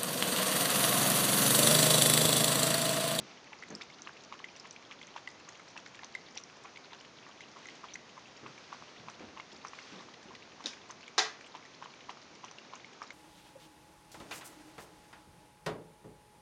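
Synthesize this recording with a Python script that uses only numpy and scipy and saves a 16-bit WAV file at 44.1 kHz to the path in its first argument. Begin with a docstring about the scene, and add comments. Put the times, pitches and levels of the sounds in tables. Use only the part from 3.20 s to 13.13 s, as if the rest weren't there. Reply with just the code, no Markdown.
"""A faint bump and rustle, then a cat laps water from a glass bowl, about 3.5 times a second.
Each lap is a hollow plop, the damped resonance of an air cavity opened by the tongue; smacks and
wet ticks follow as the mouth closes, and drips fall from the chin. Soft bumps sound nearby in the
quiet room. Late on, something hard, perhaps a latch, clicks and then clacks shut, its modes ringing."""
import sys
import numpy as np
from scipy import signal
from scipy.fft import rfft, irfft, next_fast_len
from scipy.io import wavfile

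SR = 44100
rng = np.random.default_rng(int(sys.argv[2]) if len(sys.argv) > 2 else 0)


def generate_wav(sig):
    """Save sig (samples, or channels by samples) to the path in sys.argv[1] as 16-bit PCM at SR."""
    pcm = np.round(np.clip(np.atleast_2d(sig).T, -1, 1) * 32767).astype(np.int16)
    wavfile.write(sys.argv[1], SR, pcm)


N = 437913

# The tongue pulls free of the water.
# Each row: time in seconds, level in dB, cavity pitch in Hz, relative splash level in dB.
LAPS = [(0.329, -44.5, 870, 5), (0.610, -43, 1310, 5.5), (0.872, -36.5, 1160, 2),
        (1.124, -33.5, 1090, -5.5), (1.452, -42.5, 1040, 0.5), (1.711, -44, 1170, 6), (1.962, -33, 940, -9),
        (2.286, -46, 1140, 3.5), (2.564, -41, 940, -1), (2.832, -39.5, 940, 0.5), (3.171, -50, 810, 12.5),
        (3.452, -38.5, 1080, -5), (3.731, -43, 940, 5), (4.072, -54, 1110, -11), (4.368, -41, 1120, -12),
        (4.641, -34, 1130, -17), (4.977, -38, 1070, -15), (5.262, -36.5, 1140, -7), (5.527, -32, 1070, -22),
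        (5.884, -36, 1030, -9), (6.173, -37.5, 1070, -4), (6.449, -31.5, 1084, -9), (6.807, -42, 1070, -7),
        (7.115, -45.5, 1020, -17), (7.405, -38.5, 1060, -21), (7.701, -40, 1000, -3),
        (8.061, -33, 1130, -11), (8.350, -35, 980, -11), (8.624, -35, 1015, -6.5),
        (8.893, -31.5, 1010, -8.5), (9.241, -35, 1010, -9), (9.535, -34.5, 1040, -16),
        (9.818, -32, 1130, -10.5)]


def laps():
    """Cavity resonance: the tongue opens a pocket of air that plops, with a splash and a soft squelch."""
    out, t = np.zeros(N), np.arange(-SR // 25, SR // 12) / SR
    for s, db, hz, splash_db in LAPS:
        # the cavity sounds weakly as it opens, however hard it then breaks
        lead_s = .009 * rng.uniform(0.692, 1)
        opening = amp(-45.5) * pop(t + lead_s, hz, cycles=2.3, rise=0.013)
        plop = amp(0.5) * pop(t, hz, cycles=1.57, rise=0.013)
        slosh = spray(t - .003, centre_hz=1110, spread=.2, scatter_s=0.0071, cycles=2.0, count=5)
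        splash = spray(t - .001, centre_hz=2720, spread=0.27, scatter_s=0.0041, cycles=1.64, count=8)
        lap = opening + amp(db) * (plop + amp(-12) * slosh + amp(splash_db + 2.5) * splash)
        add(out, s + t[0], lap)
        add(out, s + t[0], amp(-16) * room(lap, build_s=0.0022))
        add(out, s + t[0], amp(-29.5 + 0.66 * db) * squelch(t, lead_s=0.0022, linger_s=0.028, count=140))
    return out


def squelch(t, lead_s, linger_s, count):
    """Shot noise: water creeps over the tongue before a lap and crackles off it afterwards."""
    # The crackle's spectrum. Each row: frequency in Hz, gain in dB.
    wet_spectrum = [(300, -31), (700, -6), (1050, 10.5), (1600, 5), (2600, 0), (4300, -7.5), (6000, -1.5),
                    (9000, -26.5)]
    grains = np.zeros(len(t))
    grains[rng.integers(0, len(t), count)] = rng.standard_normal(count)
    crackle = unit(filtered(grains, lambda hz: amp(along(wet_spectrum, hz))))
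    return crackle * np.exp(np.minimum(t / lead_s, -t / linger_s))


def tongue():
    """Bubble resonance: the tongue crackles sliding out; the torn water column fizzes and falls back."""
    out, t = np.zeros(N), np.arange(SR // 16) / SR
    reach_lead_s = .087
    for s, *_ in LAPS:
        reach = spray(t, centre_hz=3600, spread=.42, scatter_s=0.0052, cycles=3.2, count=14)
        add(out, s - reach_lead_s, amp(-46.5) * reach)
    for s, db in each_lap(delay_s=0.015, db=-49):
        fizz = spray(t, centre_hz=5240, spread=0.27, scatter_s=0.0041, cycles=1.2, count=10)
        add(out, s, amp(db) * fizz)
    for s, db in each_lap(delay_s=.019, db=-50.5):
        fall = spray(t, centre_hz=1440, spread=0.26, scatter_s=.008, cycles=1.56, count=5)
        add(out, s, amp(db) * fall)
    return out


def smacks():
    """A smaller cavity resonates higher: the closing mouth rings about an octave above the plop, and a few
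    bright bursts ring out with the splash of a lap itself."""
    # The louder smacks, together with a few bright bursts of splash that land right on a lap (at 0.619, 1.723
    # and 2.576 s). Each row: start in seconds, level in dB, cavity pitch in Hz.
    loud = [(0.4237, -40, 2030), (0.4353, -42, 2050), (0.6188, -37, 3650), (0.7, -46, 2220),
            (1.1909, -46, 2990), (1.2423, -33, 2040), (1.2855, -46, 2490), (1.562, -44.5, 2340),
            (1.723, -47, 2880), (1.814, -43.5, 2090), (1.8284, -42.5, 3390), (2.0743, -31.5, 2030),
            (2.576, -41, 2650), (2.6614, -45, 2170), (2.747, -45.5, 2320), (2.7915, -43.5, 1780),
            (2.9504, -28.5, 2060), (3.5588, -46, 2040), (3.5716, -39.5, 2220), (3.8085, -46.5, 3000),
            (4.2064, -40, 2090), (4.4554, -43, 2040), (4.486, -41.5, 2080), (4.755, -35, 2050),
            (5.3786, -46, 2330), (6.1992, -38.5, 2180), (6.5872, -39, 2130), (7.151, -45, 2000),
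            (7.5335, -42.5, 2360), (7.879, -41, 2280), (8.2095, -44.5, 2350), (9.3841, -41.5, 2800),
            (9.645, -42.5, 2180), (9.9046, -36, 2140)]
    out, t = np.zeros(N), np.arange(SR // 20) / SR
    loud_s = np.array(loud)[:, 0]
    # a faint smack follows each lap unless a loud one takes its place
    faint = [(s, db, 2220 * np.exp(0.1 * rng.standard_normal()))
             for s, db in each_lap(delay_s=.114, db=-52.5) if np.abs(loud_s - s).min() > .035]
    for s, db, hz in loud + faint:
        note = amp(db) * pop(t, hz, cycles=4.5, rise=0)
        lips = spray(t, centre_hz=2660, spread=0.28, scatter_s=0.0034, cycles=1.46, count=6)
        splash = spray(t, centre_hz=5620, spread=0.22, scatter_s=0.0059, cycles=1.34, count=6)
        smack = note + amp(db / 2) * (amp(-20.5) * lips + amp(-26.5) * splash)
        add(out, s, smack)
        add(out, s, amp(-14) * room(smack, build_s=.002))
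    return out


def ticks():
    """Film rupture: saliva snaps with a high tick and a short fizz."""
    # The louder snaps. Each row: start in seconds, level in dB.
    snaps = [(0.5043, -40.5), (0.5508, -33.5), (0.621, -40.5), (0.82, -36), (1.3632, -43), (1.3982, -39),
             (1.5095, -36.5), (1.87, -45), (2.29, -38.5), (2.486, -47), (2.576, -44), (2.8452, -38.5),
             (3.175, -30), (3.237, -39.5), (4.2066, -47), (4.47, -44), (4.554, -46.5), (4.7367, -40.5),
             (4.741, -35.5), (5.8993, -44), (6.471, -44), (6.4832, -41), (7.709, -37), (9.152, -47.5),
             (9.2474, -41), (9.3123, -42), (9.555, -41.5), (9.828, -42)]
    out, t = np.zeros(N), np.arange(SR // 20) / SR
    for s, db in snaps:
        hz = 5750 * np.exp(0.054 * rng.standard_normal())
        note = amp(1.5) * pop(t, hz, cycles=4.5, rise=0.02)
        rupture = amp(-13) * rng.standard_normal(len(t)) * fade(t, 0.01)
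        rupture = np.diff(rupture, prepend=0)  # a tiny source radiates mostly treble
        fizz = amp(-9.5) * spray(t, centre_hz=5880, spread=0.3, scatter_s=0.0055, cycles=4.3, count=8)
        tick = amp(db) * (note + rupture + fizz)
        add(out, s, tick)
        add(out, s, amp(-14) * room(tick, build_s=0.0018))
    return out


def drips():
    """Drop impact: a drip opens a small resonant hollow in the surface and throws a little spray."""
    # Drips from the chin into the bowl. Each row: start in seconds, level in dB.
    impacts = [(1.201, -41), (5.546, -41), (5.623, -40), (6.198, -35), (6.533, -37), (6.886, -42.5),
               (8.658, -35.5), (8.971, -41.5), (9.312, -43)]
    out, t = np.zeros(N), np.arange(SR // 20) / SR
    for s, db in impacts:
        hollow_hz = 1075 * np.exp(.06 * rng.standard_normal())
        note = pop(t, hollow_hz, cycles=1.4, rise=.013)
        splash = amp(-7.5) * spray(t, centre_hz=2800, spread=0.27, scatter_s=.004, cycles=1.9, count=5)
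        drip = amp(db) * (note + splash)
        add(out, s, drip)
        add(out, s, amp(-19) * room(drip, build_s=.002))
    return out


def droplets(count=130):
    """A random point process: faint wet ticks of the mouth fall independently of the laps."""
    out, t = np.zeros(N), np.arange(SR // 25) / SR
    for when, size, pitch in rng.random((count, 3)):
        drop = spray(t, centre_hz=2300 * 2.7 ** pitch, spread=0.17, scatter_s=0.0067, cycles=3, count=6)
        add(out, when * N / SR, amp(-48.5 + 2 * size) * drop)
    return out


def latch():
    """Modal ringing: each of a quick run of hard contacts cracks and excites the latch's resonances."""
    # Each row: start in seconds, level in dB, relative levels of heavy body and light pawl in dB.
    contacts = [(7.440, -22, 6, -12), (7.4592, -10, -17, 11.5), (7.468, -10, -14, -19), (7.98, -5, 12, 2),
                (7.9827, 1, 5, -14), (7.987, -0.5, 1.5, -14), (7.992, -3, 5, 9.5), (7.9957, -8, -9, 4),
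                (8.0012, -14.5, -10, -8)]
    # Each row: frequency in Hz, level in dB, time to fall 60 dB in seconds.
    modes = [(340, -17, .2), (433, -8, .2), (687, -8, .12), (759, -1, .1), (826, -9, .08), (1260, -8, .08),
             (1600, 1, .08), (1758, -5, .12), (1940, -9, .25), (2610, -6, .08), (2985, -3, .1),
             (3400, -3, .08), (3600, -3, .1), (3830, 0, .1), (4120, -1, .1), (4950, 0, .08), (5222, -2, .1),
             (6100, -4, .1)]
    # Each row: frequency in Hz, gain in dB.
    crack_spectrum = [(40, -52), (150, -29), (420, -2), (550, -37), (750, -5), (1050, -4.5), (1600, -6),
                      (2300, -4), (3700, -1), (5100, 1.5), (6400, -2), (8000, -18.5), (10000, -18)]
    out, t = np.zeros(N), np.arange(SR // 3) / SR
    hz, level, t60 = np.transpose(modes)[:, :, None]
    for s, db, body_db, pawl_db in contacts:
        strength = amp(level + 2.1 * rng.standard_normal(hz.shape)) * (1 - np.exp(-t * hz))
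        phase = 2 * np.pi * rng.random(hz.shape)
        ring = np.sum(strength * fade(t, t60) * np.sin(2 * np.pi * hz * t + phase), axis=0)
        rattle = rng.standard_normal(len(t)) * (fade(t, 0.017) + amp(-12.5) * fade(t, 0.11))
        crack = filtered(rattle, lambda f: amp(along(crack_spectrum, f)))
        blow = amp(db - 24.5) * (amp(8.5) * crack + amp(-16.5) * ring)
        # a light touch hardly moves the heavy, low-pitched body
        body = signal.lfilter(*signal.butter(1, 1800, fs=SR), blow)
        blow = blow + (amp(body_db) - 1) * body
        add(out, s, blow)
        add(out, s, amp(db + pawl_db - 23.5) * pop(t, hz=3760, cycles=3.3, rise=0))
        add(out, s, amp(-3) * room(blow, build_s=0.0026))
    # so small a part radiates little bass
    return signal.lfilter(*signal.butter(2, 200, "highpass", fs=SR), out)


def bumps():
    """Cushioned impact: a padded contact excites mostly low frequencies, a dull knock and brief rumble."""
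    # Each row: start in seconds, level in dB, decay time in seconds, pitch in Hz, relative rumble in dB.
    knocks = [(0.0, -50.5, 0.051, 220, -18), (0.501, -41, 0.043, 268, -34), (5.228, -48.5, 0.054, 200, -24),
              (5.605, -54, 0.03, 161, -20), (5.775, -56.5, 0.17, 182, -18), (6.002, -43.5, 0.059, 316, -12),
              (6.318, -52.5, 0.068, 320, -18), (6.722, -47.5, 0.072, 272, -30),
              (7.054, -52, 0.075, 224, -18), (7.445, -43, 0.025, 330, -26)]
    # Each row: frequency as a multiple of the pitch, spectral density in dB.
    thud_spectrum = [(.12, -33), (.4, -23.5), (.7, 1), (1, -2), (1.7, -5.5), (3, -15.5), (8, -20),
                     (24, -47), (40, -72)]
    rumble_spectrum = [(25, -27), (70, 17), (110, 7), (250, -36), (1000, -82)]  # Hz, dB
    out, t = np.zeros(N), np.arange(SR // 2) / SR
    for s, db, decay_s, hz, rumble_db in knocks:
        knock = noise([(multiple * hz, level) for multiple, level in thud_spectrum], len(t))
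        rumble = amp(rumble_db) * noise(rumble_spectrum, len(t))
        envelope = (1 - np.exp(-t / 0.004)) * np.exp(-t / decay_s)
        add(out, s, amp(db) * envelope * (knock + rumble))
    return out


def room(x, build_s):
    """Reverberation: x excites a diffuse tail of unit energy that builds up and dies away."""
    # Each row: frequency in Hz, time to fall 60 dB in seconds.
    reverb_times = [(150, 0.3), (500, 0.31), (1500, 0.4), (4000, 0.29), (9000, .25)]
    hz, t, spectra = signal.stft(rng.standard_normal(SR // 2), SR, nperseg=256)
    decay = fade(t, along(reverb_times, hz)[:, None])
    tail = signal.istft(spectra * decay * (1 - np.exp(-t / build_s)), SR)[1]
    return signal.fftconvolve(x, tail / np.linalg.norm(tail))


def hiss():
    """Broadband noise: room and microphone hiss steadily, while a few soft rustles swell and fade."""
    # Each row of both spectra: frequency in Hz, spectral density in dB.
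    hiss_spectrum = [(15, -48.5), (25, -34), (38, -17.5), (110, -3.5), (150, 1), (180, 0.5), (235, 2.5),
                     (1120, -1.5), (1670, -5), (2320, -5), (2980, -7.5), (6040, -9.5), (6850, -14.5),
                     (7960, -35), (9030, -31), (10200, -46), (13300, -88), (22000, -120)]
    rustle_spectrum = [(40, -25), (200, -4), (1000, -3), (3000, -2.5), (6000, -7), (8000, -25),
                       (10200, -44)]
    # Each row: time of the crest in seconds, half length in seconds, level in dB.
    rustles = [(0.078, 0.11, -58.5), (4.495, 0.17, -58), (5.503, 0.42, -59.5), (6.676, 0.19, -55)]
    t = np.arange(N) / SR
    swell = sum(amp(db) * np.exp(-((t - s) / half) ** 2) for s, half, db in rustles)
    return amp(-55.5) * noise(hiss_spectrum, N) + swell * noise(rustle_spectrum, N)


def pop(t, hz, cycles, rise):
    """Damped oscillation: an air cavity rings for a few cycles, rising in pitch if it shrinks; peak 1."""
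    age = np.maximum(t, 0) * hz / cycles
    phase = 2 * np.pi * cycles * (age + rise * (age - 2 * (1 - np.exp(-age))))
    ring = (1 - np.exp(-2 * age)) ** 2 * np.exp(-age) * np.sin(phase)
    return ring / (np.abs(ring).max() + 1e-9)


def spray(t, centre_hz, spread, scatter_s, cycles, count):
    """Superposed pops: tiny bubbles burst, the later ones tending to be weaker and higher; peak 1."""
    delay = rng.exponential(scatter_s, count) * (np.arange(count) > 0)
    lateness = delay / (delay + scatter_s)
    pitch = centre_hz * np.exp(spread * rng.standard_normal(count) + 0.29 * (lateness - .5))
    size = rng.uniform(0.27, 1, count) * (1 - 0.33 * lateness)
    burst = sum(g * pop(t - d, min(hz, 8000), cycles, 0) for d, hz, g in zip(delay, pitch, size))
    return burst / (np.abs(burst).max() + 1e-9)


def each_lap(delay_s, db, delay_share=.18, scatter_db=3):
    """Jitter: an event follows every lap, never quite alike. 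Each row: start in seconds, level in dB."""
    chance = rng.uniform(-1, 1, (len(LAPS), 2))
    times = np.array(LAPS)[:, 0] + delay_s * (1 + delay_share * chance[:, 0])
    return np.column_stack([times, db + scatter_db * chance[:, 1]])


def amp(db):
    """Decibels to amplitude ratio."""
    return 10 ** (np.asarray(db) / 20)


def unit(x):
    """Normalisation to rms 1."""
    return x / np.sqrt(np.mean(x ** 2) + 1e-20)


def along(points, hz):
    """Interpolation of (Hz, value) points on a logarithmic frequency axis."""
    f, v = np.transpose(points)
    return np.interp(np.log(hz + 1), np.log(f + 1), v)


def filtered(x, response):
    """Linear filtering: the spectrum of x times a frequency response."""
    size = next_fast_len(len(x) + SR // 10)
    return irfft(rfft(x, size) * response(np.fft.rfftfreq(size, 1 / SR)), size)[:len(x)]


def noise(spectrum, size):
    """Spectral shaping: coloured noise of rms 1."""
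    return unit(filtered(rng.standard_normal(size), lambda hz: amp(along(spectrum, hz))))


def fade(t, t60):
    """Exponential decay, 60 dB in t60 seconds."""
    return np.exp(-np.log(1000) * t / t60)


def add(track, s, sound):
    """Superposition: a sound joins the track at s seconds."""
    start = int(np.clip(round(s * SR), 0, N))
    track[start:start + len(sound)] += sound[:N - start]


def scene():
    """The sources sum at a microphone near the cat; its treble roll-off dulls ticks and cracks."""
    # Each row: frequency in Hz, gain in dB.
    microphone_response = [(6500, 0), (7300, 2), (8000, -11.5), (8700, -2), (9300, -7.5), (10000, -17.5)]
    sharp = laps() + tongue() + drips() + smacks() + ticks() + droplets() + latch()
    heard = filtered(sharp, lambda hz: amp(along(microphone_response, hz)))
    return (heard + bumps() + hiss())[None]


def record(dry):
    """Band limiting: an ideal low-pass filter removes the highest treble."""
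    top_hz = 10200
    return np.array([filtered(channel, lambda hz: hz < top_hz) for channel in dry])


dry = scene()
out = record(dry)
generate_wav(out)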